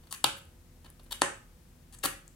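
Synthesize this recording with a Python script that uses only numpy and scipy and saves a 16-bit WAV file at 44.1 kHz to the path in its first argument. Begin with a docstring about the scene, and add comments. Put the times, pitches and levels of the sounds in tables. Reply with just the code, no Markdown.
"""A rabbit gnaws and tugs at a sheet of cardboard, close by in an indoor pen.
Each bite is a small crunch of fibres, then a pull: twice the card snaps free, the third time it rips.
Snaps, tears and scuffs all ring the same damped sheet; the teeth tick between bites.
The pen and a small room ring on over faint rumble, hiss and a low hum."""
import sys
import numpy as np
from scipy import signal
from scipy.fft import rfft, irfft
from scipy.io import wavfile

SR = 44100
rng = np.random.default_rng(int(sys.argv[2]) if len(sys.argv) > 2 else 0)


def master(y):
    """Save y as 16-bit WAV."""
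    cut = np.clip(np.atleast_2d(y).T, -1, 1)
    pcm = np.round(cut * 32767)  # scale
    wavfile.write(sys.argv[1], SR, pcm.astype(np.int16))


N = 103635
HZ = np.fft.rfftfreq(8192, 1 / SR)  # filter design grid
BAND_EDGE_HZ = 16050

# t/s, knock f/Hz, knock boost/dB, 6 x level/dB at CLICK_BANDS_HZ
SNAPS = [(.1260, 1090, 7, -25, -15.5, -13, -13, -4.5, -10), (.2428, 301.5, 1, 7, 9.5, 7, 13, -1, 0.5),
         (1.2185, 674, 2.5, 10.5, 11.5, 8.5, 3, 9.5, -10), (2.0562, 860, 3.5, -5.5, -2, -6, -8, -4, -6),
         (2.0604, 865, 6.5, -16.5, -10, -9, -7.5, -2.5, -2)]
# t/s, length/s, swell/dB, knock f/Hz, knock boost/dB, 6 x level/dB at CLICK_BANDS_HZ
TEARS = [(0.109, 0.042, -14, 1140, 4.5, -51, -16.5, -31, -16.5, -10, -17),
         (0.137, 0.012, -5, 1110, 13, -38, -25, -14.5, -14, -15, -14),
         (.2404, .0022, 3.5, 4300, 8, -6, -17, 5, -16, 7.5, -8),
         (0.362, .03, 1, 4300, 3, -38, -32, -21, -32.5, -24, -20),
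         (1.1077, .012, -3, 3655, 10.5, -25, -15.5, -17.5, -18, -17, -15.5),
         (1.12, 0.0093, -1.5, 3990, 4, -15.5, -12, -9, -4, -7, -6.5),
         (1.213, .005, 0, 3440, 6, -26.5, -21, -14, -10, -12, -20.5),
         (1.925, 0.026, 4, 4300, -4.5, -30.5, -29, -25.5, -22.5, -17.5, -23),
         (2.0292, 0.0077, 13, 3700, 0, -20, -23, -12, -6, -12.5, -19.5),
         (2.0365, 0.022, 3.5, 293, 3.5, 4, 3, 3.5, 0.5, 2, 3.5)]
# t/s, length/s, level/dB
SCUFFS = [(0.033, 0.011, -35), (0.07, 0.0062, -31), (.844, 0.0084, -26.5), (0.857, 0.0097, -25),
          (0.994, .007, -28), (1.062, 0.0059, -33)]
# 6 x gain/dB at CLICK_BANDS_HZ
SCUFF_EQ = [0, 1, -2.5, -1, -9.5, -8]


def cardboard():
    """Single breaks (snaps) and runs of breaks (tears, soft scuffs) drive the sheet."""
    force = np.zeros(N)
    for start_s, knock_hz, knock_db, *bands_db in SNAPS:
        add(force, start_s, click(bands_db, knock_hz, knock_db))
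    for start_s, length_s, swell_db, knock_hz, knock_db, *bands_db in TEARS:
        tear = signal.fftconvolve(fibres(length_s, swell_db), click(bands_db, knock_hz, knock_db))
        add(force, start_s, tear)
    for start_s, length_s, level_db in SCUFFS:
        scuff = signal.fftconvolve(fibres(length_s, swell_db=0), click(SCUFF_EQ))
        add(force, start_s, amp(level_db) * scuff)
    return signal.fftconvolve(force, sheet())[:N]


# f/Hz of bass, middle, upper middle, presence, treble, top
CLICK_BANDS_HZ = [350, 1000, 1900, 3800, 9000, 12500]


def click(bands_db, knock_hz=1000, knock_db=0):
    """One break in the card; the bitten spot favours one pitch, the knock."""
    relative_width = 0.094
    knock = (amp(knock_db) ** 2 - 1) / (1 + (2 * (HZ / knock_hz - 1) / relative_width) ** 2)
    spectrum = amp(curves(list(zip(CLICK_BANDS_HZ, bands_db)), HZ)[0])
    return min_phase(spectrum * np.sqrt(1 + knock))


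def fibres(length_s, swell_db):
    """Fibres give way in a run of impulses of uneven size and spacing, total energy 1."""
    breaks_per_s, spread_db = 3600, 5
    jitter, size_draw, sign_draw = rng.random((3, 256))
    break_s = (np.arange(len(jitter)) + jitter) / breaks_per_s
    size_db = spread_db * np.minimum(-np.log(1 - size_draw), 3)
    ramp_db = swell_db * np.minimum(break_s / length_s, 1)
    impulses = amp(size_db + ramp_db) * np.sign(sign_draw - .5)
    inside = break_s < length_s
    run = np.zeros(int(length_s * SR) + 1)
    run[(break_s[inside] * SR).astype(int)] = impulses[inside]
    return run / (np.linalg.norm(run) + 1e-12)


CARD_LOW_HZ, CARD_TOP_HZ, CARD_FLAT_DB = 140, 14800, -20
# f/Hz, width/Hz, level/dB
CARD_MODES = [(301, 72, 9), (424, 37, 5), (546.6, 34, 11.5), (843, 78, 11.5), (1040, 100, 5),
              (1300, 110, 4), (1560, 110, 4.5), (1810, 110, 6.5), (2910, 400, 6.5), (3720, 380, 5.5),
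              (4475, 320, 8.5), (6400, 900, -1.5), (7900, 430, 2.5), (10000, 2900, 5.5),
              (14000, 2500, -10.5)]


def sheet():
    """Damped impulse response of the card; treble leads bass as the crack runs and the sheet bends."""
    bend_at_1khz_s, crack_run_s = .0005, .0005
    power = sum(amp(db) ** 2 / (1 + (2 * (HZ - hz) / width) ** 2) for hz, width, db in CARD_MODES)
    power = (power + amp(CARD_FLAT_DB) ** 2) / (1 + (HZ / CARD_TOP_HZ) ** 20)
    low_cut = HZ ** 2 / (HZ ** 2 + CARD_LOW_HZ ** 2)
    response = min_phase(np.sqrt(power) * low_cut)
    bend_s = bend_at_1khz_s * np.sqrt(1000 / (HZ + 20))
    crack_s = crack_run_s * np.maximum(1 - HZ / BAND_EDGE_HZ, 0)
    dispersion = np.exp(-2j * np.pi * np.cumsum(bend_s + crack_s) * HZ[1])
    return irfft(rfft(response, 2 * len(HZ) - 2) * dispersion)[:len(HZ)]


# t/s, level/dB, f/Hz
TOOTH_TICKS = [(0.0714, -29, 10000), (0.1023, -28, 9000), (.454, -27.5, 10000), (.9022, -18, 10400),
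               (1.034, -28, 10500), (1.0416, -29.5, 10500), (1.047, -27, 10500), (1.9875, -17.5, 7420),
               (1.9900, -16.5, 8200), (2.2792, -15, 7450)]


def teeth():
    """Thin, bright clicks of the teeth: one spectral peak on a flat base."""
    width_octaves, base_gain = .2, .1
    top_loss = np.sqrt(1 + (HZ / CARD_TOP_HZ) ** 20)
    out = np.zeros(N)
    for start_s, level_db, hz in TOOTH_TICKS:
        peak = np.exp(-.5 * (np.log2((HZ + 1) / hz) / width_octaves) ** 2)
        add(out, start_s, amp(level_db) * min_phase((peak + base_gain) / top_loss))
    return out


# f/Hz, right minus left/dB
RIGHT_EAR_EQ = [(200, 1), (350, 4), (560, -3.5), (1000, 5), (1800, 0.5), (2700, -15), (4400, -4),
                (6500, -15), (10000, -17.5), (12500, -5.5), (14500, 5)]
# left list, right list: delay/s, gain
BOUNCES = [
    [(.0011, 0.1), (.0029, 0.44)],
    [(.0015, 0.45), (.0039, 0.12)],
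]


def direct_and_bounces(gnaw):
    """Direct sound at each ear plus its first, duller bounces off floor and pen."""
    dull_hz = 1780
    right = signal.fftconvolve(gnaw, min_phase(amp(curves(RIGHT_EAR_EQ, HZ)[0])))[:N]
    ears = []
    for direct, bounces in zip([gnaw, right], BOUNCES):
        dull = signal.lfilter(*signal.butter(1, dull_hz, fs=SR), direct)
        ears.append(direct + sum(gain * np.roll(dull, round(s * SR)) for s, gain in bounces))
    return np.array(ears)


# f/Hz, left/dB, right/dB
SCATTER_EQ = [(150, -13.5, -6), (800, -15, -8), (2000, -16, -2), (4000, -12, -0.5), (9000, -4.5, -21.5),
              (14500, -3, -3.5)]
# f/Hz, left/dB, right/dB
ROOM_EQ = [(103, 5, 14), (260, -7.5, -5), (560, -8, -1.5), (900, -6, -6.5), (1490, -2.5, 4), (2300, 0, 0),
           (3240, -5, -4.5), (4300, -12, -10.5), (6000, -3.5, -6.5), (8300, -3.5, -16), (11000, -6, -14),
           (15000, -8, -2.5)]
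# f/Hz, T60/s
ROOM_DECAY = [(150, .42), (500, 0.32), (1000, .34), (2000, .39), (4000, .33), (8000, .34), (15000, 0.21)]


def reflections(source):
    """Scatter off floor and pen, then the room's tail; each bite gets its own random tail."""
    bite_boundaries_s, scatter_t60_s = [.7, 1.7], 0.024
    bite_index = np.searchsorted(bite_boundaries_s, np.arange(N) / SR)
    out = np.zeros((2, N))
    for k in np.unique(bite_index):
        bite = source * (bite_index == k)
        scatter = tail(SCATTER_EQ, [(1000, scatter_t60_s)], delay_s=.0004, build_s=.0003)
        room = tail(ROOM_EQ, ROOM_DECAY, delay_s=.003, build_s=.004)
        out += convolve_stereo(bite, scatter) + convolve_stereo(bite, room)
    return out


# f/Hz, left-right correlation
TAIL_CORRELATION = [(200, 1), (450, 0.19), (900, .3), (2000, 0), (12000, 0.13)]


def tail(eq, decay, delay_s, build_s):
    """Stereo response of dense random reflections, each band dying at its T60."""
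    hz, t, noise = signal.stft(rng.choice([-1., 1.], (2, SR // 2)), SR, nperseg=128)
    noise = correlated_pair(*noise, curves(TAIL_CORRELATION, hz)[0][:, None])
    fade = amp(-60 * t / curves(decay, hz)[0][:, None])
    fade /= np.sqrt((fade ** 2).sum(1, keepdims=True) * t[1] * SR)  # equal energy per band
    ears = signal.istft(noise * fade, SR)[1]
    ears *= 1 - np.exp(-np.arange(ears.shape[1]) / SR / build_s)
    ears = [signal.fftconvolve(ear, min_phase(amp(db))) for ear, db in zip(ears, curves(eq, HZ))]
    return np.pad(ears, ((0, 0), (round(delay_s * SR), 0)))


# f/Hz, level/dB, T60/s
PEN_MODES = [(128.9, -58.5, 0.33), (305, -53.5, 0.11), (369.3, -54, .27), (550.7, -62, 0.37),
             (1063, -54, 0.16), (1262, -57.5, 0.5), (1546, -58.5, 0.3), (1720, -52, .33), (1930, -51.5, .3),
             (1948, -58, 0.281), (2960, -56.5, .28)]


def pen(gnaw):
    """Modes of the pen outlast each bite, slightly out of phase between the ears."""
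    ear_spread_s = 0.00045
    t = np.arange(SR // 2) / SR
    ring = np.zeros((2, len(t)))
    for hz, level_db, t60_s in PEN_MODES:
        cycles = hz * t + rng.random() + rng.uniform(-1, 1, (2, 1)) * hz * ear_spread_s
        ring += amp(level_db - 60 * t / t60_s) * np.sin(2 * np.pi * cycles)
    return convolve_stereo(gnaw, ring)


# f/Hz, relative density/dB
NOISE_SPECTRUM = [(20, -15.5), (28, -9.5), (39, 4), (52, -3.5), (80, -0.5), (110, -5), (160, -5),
                  (220, -10.5), (300, -15.5), (450, -19.5), (700, -22), (1200, -25.5), (3000, -29.5),
                  (6000, -31), (10000, -31.5), (13000, -32), (15500, -35)]
# f/Hz, left minus right/dB
NOISE_BALANCE = [(100, 1), (500, -4), (2000, 5), (5000, 1.5), (9000, 8), (14000, 4.5)]
# f/Hz, left-right correlation
NOISE_CORRELATION = [(50, 0.99), (300, 0.77), (1000, 0.17), (3000, .2), (12000, .1)]


def room_noise(rms_db=-57.5):
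    """Low rumble, alike in both ears, under a faint, wide hiss."""
    hz = np.fft.rfftfreq(N, 1 / SR)
    white = correlated_pair(*rfft(rng.standard_normal((2, N))), curves(NOISE_CORRELATION, hz)[0])
    shape_db = curves(NOISE_SPECTRUM, hz) + curves(NOISE_BALANCE, hz) * [[.5], [-.5]]
    return amp(rms_db) * unit_rms(irfft(white * amp(shape_db), N))


# f/Hz, rms level/dB
HUM_LINES = [(39, -61), (79.5, -65.5), (156.1, -72), (242.2, -71.5), (344.5, -74.5), (495.3, -77)]


def hum(waver_depth=.4, waver_hz=4):
    """Low tones, each wavering at random in level and phase."""
    t, hz = np.arange(N) / SR, np.fft.rfftfreq(N, 1 / SR)
    slow_band = np.pad(np.exp(-(hz / waver_hz) ** 2), (0, N - len(hz)))
    out = np.zeros(N)
    for line_hz, level_db in HUM_LINES:
        waver = unit_rms(np.fft.ifft(np.fft.fft(rng.standard_normal(N)) * slow_band))
        carrier = np.exp(2j * np.pi * (line_hz * t + rng.random()))
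        out += amp(level_db) * unit_rms(((1 + waver_depth * waver) * carrier).real)
    return out


def amp(db):
    """Decibels to gain."""
    return 10 ** (np.asarray(db) / 20)


def unit_rms(x):
    """Scales to rms 1."""
    return x / np.sqrt(np.mean(abs(x) ** 2) + 1e-20)


def curves(table, hz):
    """Interpolates each value column over log frequency."""
    table_hz, *columns = np.transpose(table)
    return np.array([np.interp(np.log(hz + 1), np.log(table_hz + 1), c) for c in columns])


def add(mix, start_s, sound):
    """Mixes a sound in place."""
    part = mix[round(start_s * SR):][:len(sound)]
    part += sound[:len(part)]


def min_phase(gain):
    """Minimum-phase impulse response for a gain over HZ."""
    log_gain = np.log(np.maximum(gain, 1e-5))
    mirrored = np.concatenate([log_gain, log_gain[-2:0:-1]])
    return np.fft.ifft(np.exp(np.conj(signal.hilbert(mirrored)))).real[:len(HZ)]


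def correlated_pair(left, other, correlation):
    """Left and right from two independent noises."""
    return np.array([left, correlation * left + np.sqrt(1 - correlation ** 2) * other])


def convolve_stereo(mono, responses):
    """Sends a sound down a left and a right path."""
    return signal.fftconvolve(mono[None], responses, axes=1)[:, :N]


def scene():
    """The gnawing arrives directly, off the pen and through the room, over noise and hum."""
    tick_send_db = -4.5
    card, ticks = cardboard(), teeth()
    gnaw = card + ticks
    reverb = reflections(card + amp(tick_send_db) * ticks)
    return direct_and_bounces(gnaw) + reverb + pen(gnaw) + room_noise() + hum()


def record(dry):
    """Soft peak limiter, then low-pass."""
    ceiling = .85
    limited = dry / (1 + (dry / ceiling) ** 6) ** (1 / 6)
    low_pass = signal.firwin(255, BAND_EDGE_HZ, window=("kaiser", 8), fs=SR)
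    return signal.oaconvolve(limited, low_pass[None], "same")


dry = scene()
out = record(dry)
master(out)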